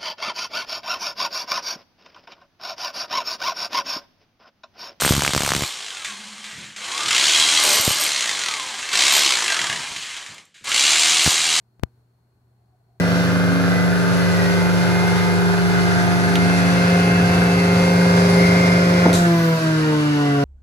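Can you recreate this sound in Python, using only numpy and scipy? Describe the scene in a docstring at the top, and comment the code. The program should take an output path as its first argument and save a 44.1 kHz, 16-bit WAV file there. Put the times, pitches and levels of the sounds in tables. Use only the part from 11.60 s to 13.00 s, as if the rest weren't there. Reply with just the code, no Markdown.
"""First comes a quiet outdoor bed: distant town noise, a low machine hum, microphone hiss and crickets.
A hand shifts on the phone: a faint tick, then one loud click, both in the left microphone only.
Each is a sudden step of pressure that the microphone's bass cut turns into a snap with a short thud.
The bed dips just before the loud click and swells briefly after it. Very faint far-off yelps follow."""
import sys
import numpy as np
from scipy import signal
from scipy.fft import rfft, irfft
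from scipy.io import wavfile

SR = 44100
rng = np.random.default_rng(int(sys.argv[2]) if len(sys.argv) > 2 else 0)


def wav_record(signal):
    """Record a signal, one row per channel, as 16-bit PCM in the file named by sys.argv[1]."""
    frames = np.transpose(np.atleast_2d(signal))
    bounded = np.clip(frames, -1, 1)
    # unit amplitude maps onto the largest positive 16-bit level
    quanta = np.round(bounded * 32767).astype(np.int16)
    wavfile.write(sys.argv[1], SR, quanta)


N = 61739

# spectral shape of the distant town: frequency_hz, relative_density_db
TOWN_SPECTRUM = [(20, -24.5), (33, -21), (52, -7), (78, 2.5), (110, -2), (160, -5), (240, -6.5),
                 (310, -10.5), (430, -11), (560, -17.5), (700, -12.5), (1000, -16.5), (1300, -21),
                 (1600, -23.5), (2500, -32), (5000, -48.5), (16000, -65.5)]
# likeness of left and right in the town noise and the hiss: frequency_hz, correlation_ratio
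STEREO_CORRELATION = [(60, 0.8), (130, .96), (290, 1), (640, 0.5), (1400, 0), (4500, 0.02), (6800, .4),
                      (10000, .95)]
# envelope of the machine hum, before the swell: time_s, level_db
HUM_ENVELOPE = [(0, -63), (.2, -58), (.4, -59.5), (.55, -61.5), (.72, -63.5), (.88, -60), (1.03, -59),
                (1.2, -62), (1.4, -57.5)]
# faint drones in the town noise, before the swell: centre_hz, width_hz, level_db
DRONE_BANDS = [(377.5, 7.5, -80.5), (1502, 70, -88)]
# spectral shape of the microphone hiss: frequency_hz, relative_density_db
HISS_SPECTRUM = [(100, 7), (3000, -1), (4200, 3), (5000, -0.5), (8000, -2), (15600, -3.5), (16000, -20)]
# pressure steps of the tick and the click, before filtering: start_s, height_db
PRESSURE_STEPS = [(0.1964, -34), (0.2352, -1.98)]
# dip and swell of town, hum, drones and yelps around the loud click: time_s, gain_db
LOW_SWELL = [(.21, -2.5), (.228, 1), (.243, 5.5), (.272, 5.5), (.297, -1), (.39, 1), (.44, -1.5)]
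# dip and swell of hiss and crickets, rising less and for longer: time_s, gain_db
TREBLE_SWELL = [(.21, -0.5), (.226, -5.5), (.245, 1.5), (.28, 1), (.39, 2.5), (.46, 0)]
# far-off yelps, before the swell: peak_s, level_db
YELP_PEAKS = [(0.92, -71), (1.015, -71.5), (1.093, -68.5), (1.144, -66), (1.211, -68), (1.299, -65.5),
              (1.355, -66.5)]

BIN_HZ = np.fft.rfftfreq(N, 1 / SR)


def undb(db):
    """Amplitude ratio of a level in decibels."""
    return 10 ** (np.asarray(db) / 20)


def gain_at(rows, t):
    """Amplitude envelope of a level interpolated linearly in decibels."""
    return undb(np.interp(t, *np.array(rows).T))


def by_frequency(rows):
    """A table interpolated at every bin, on a logarithmic frequency axis."""
    hz, value = np.array(rows).T
    return np.interp(np.log(BIN_HZ + 1), np.log(hz), value)


def noise(gain):
    """Spectral shaping: filtered white noise, scaled to rms 1."""
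    x = irfft(rfft(rng.standard_normal(N)) * gain, N)
    return x / np.std(x)


def band_noise(centre_hz, width_hz):
    """Narrow-band noise: a Gaussian amplitude spectrum whose standard deviation is width_hz."""
    return noise(np.exp(-.5 * ((BIN_HZ - centre_hz) / width_hz) ** 2))


def stereo_noise(spectrum):
    """Partial coherence: shared and opposed noises mix into two partly alike sides, rms 1 overall."""
    correlation = by_frequency(STEREO_CORRELATION)
    mid, side = rfft(rng.standard_normal((2, N))) * undb(by_frequency(spectrum))
    shared = mid * np.sqrt(1 + correlation)
    opposed = side * np.sqrt(1 - correlation)
    x = irfft(np.array([shared + opposed, shared - opposed]), N)
    return x / np.std(x)


def town(left_lead_db=3):
    """Distant town noise, mostly bass; a level difference between the ears sets it to the left."""
    return stereo_noise(TOWN_SPECTRUM) * undb(-65 + np.array([[.5], [-.5]]) * left_lead_db)


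def machine_hum(t, pitch_hz=119.9, wander_ratio=.004, wander_hz=4):
    """Frequency modulation: the one low tone of a distant machine wavers slowly at random."""
    wander = noise(np.exp(-(BIN_HZ / wander_hz) ** 2))
    phase = 2 * np.pi * np.cumsum(pitch_hz * (1 + wander_ratio * wander)) / SR
    return np.sqrt(2) * np.sin(phase) * gain_at(HUM_ENVELOPE, t)


def drones():
    """Far-off machine noise confined to narrow bands is heard as faint pitches."""
    return sum(undb(db) * band_noise(centre_hz, width_hz) for centre_hz, width_hz, db in DRONE_BANDS)


def microphone_hiss():
    """Self-noise of the microphones: random fluctuation over a broad band."""
    return stereo_noise(HISS_SPECTRUM) * undb(-81.5)


def crickets(pitch_hz=4308, width_hz=135):
    """Incoherent summation: many far-off crickets merge into one thin band, different in each ear."""
    return undb(-86) * np.array([band_noise(pitch_hz, width_hz) for _ in range(2)])


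def handling_clicks(leak_hz=60, leak_q=1, bass_cut_hz=77.5, soft_hz=4140):
    """Step response of a high-pass: pressure jumps and leaks away, dispersed by the phone's case."""
    hz = np.maximum(BIN_HZ, 1e-3)
    impulses = sum(undb(db) * np.exp(-2j * np.pi * hz * start_s) for start_s, db in PRESSURE_STEPS)
    integrator = 1 / (2j * np.sin(np.pi * hz / SR))  # turns each impulse into a step
    s = 1j * hz / leak_hz
    leak = s ** 2 / (s ** 2 + s / leak_q + 1)
    bass_cut = 1 - (1 - undb(-21.5)) * np.exp(-(hz / bass_cut_hz) ** 3)
    soft_contact = undb(-5 / (1 + (soft_hz / hz) ** 4))
    case_lag_s = .0009 * np.exp(-((hz - 3900) / 1550) ** 2)  # the case delays this band: a tiny chirp
    snap_lead_s = .00062 / (1 + (6780 / hz) ** 20)  # the top treble comes just ahead of the step
    group_delay_s = case_lag_s - snap_lead_s
    dispersion = np.exp(-2j * np.pi * np.cumsum(group_delay_s) * SR / N)
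    return irfft(impulses * integrator * leak * bass_cut * soft_contact * dispersion, N)


def yelps(t, pitch_hz=718, width_hz=63.4, half_length_s=.018):
    """Short calls, perhaps a dog, blurred by distance to one resonance."""
    envelope = sum(undb(db) * np.exp(-((t - peak_s) / half_length_s) ** 2) for peak_s, db in YELP_PEAKS)
    shared, left, right = (band_noise(pitch_hz, width_hz) for _ in range(3))
    return envelope * (shared + np.array([left, right])) / np.sqrt(2)


def scene():
    """Superposition: the quiet bed in both ears, the clicks on the left."""
    t = np.arange(N) / SR
    low = town() + machine_hum(t) + drones() + yelps(t)
    treble = microphone_hiss() + crickets()
    bed = low * gain_at(LOW_SWELL, t) + treble * gain_at(TREBLE_SWELL, t)
    return bed + np.array([[1], [0]]) * handling_clicks()


def record(dry, cutoff_hz=16000):
    """Band limiting: the phone cuts the top treble with a steep low-pass."""
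    return signal.sosfiltfilt(signal.ellip(8, .05, 50, cutoff_hz, fs=SR, output="sos"), dry)


dry = scene()
out = record(dry)
wav_record(out)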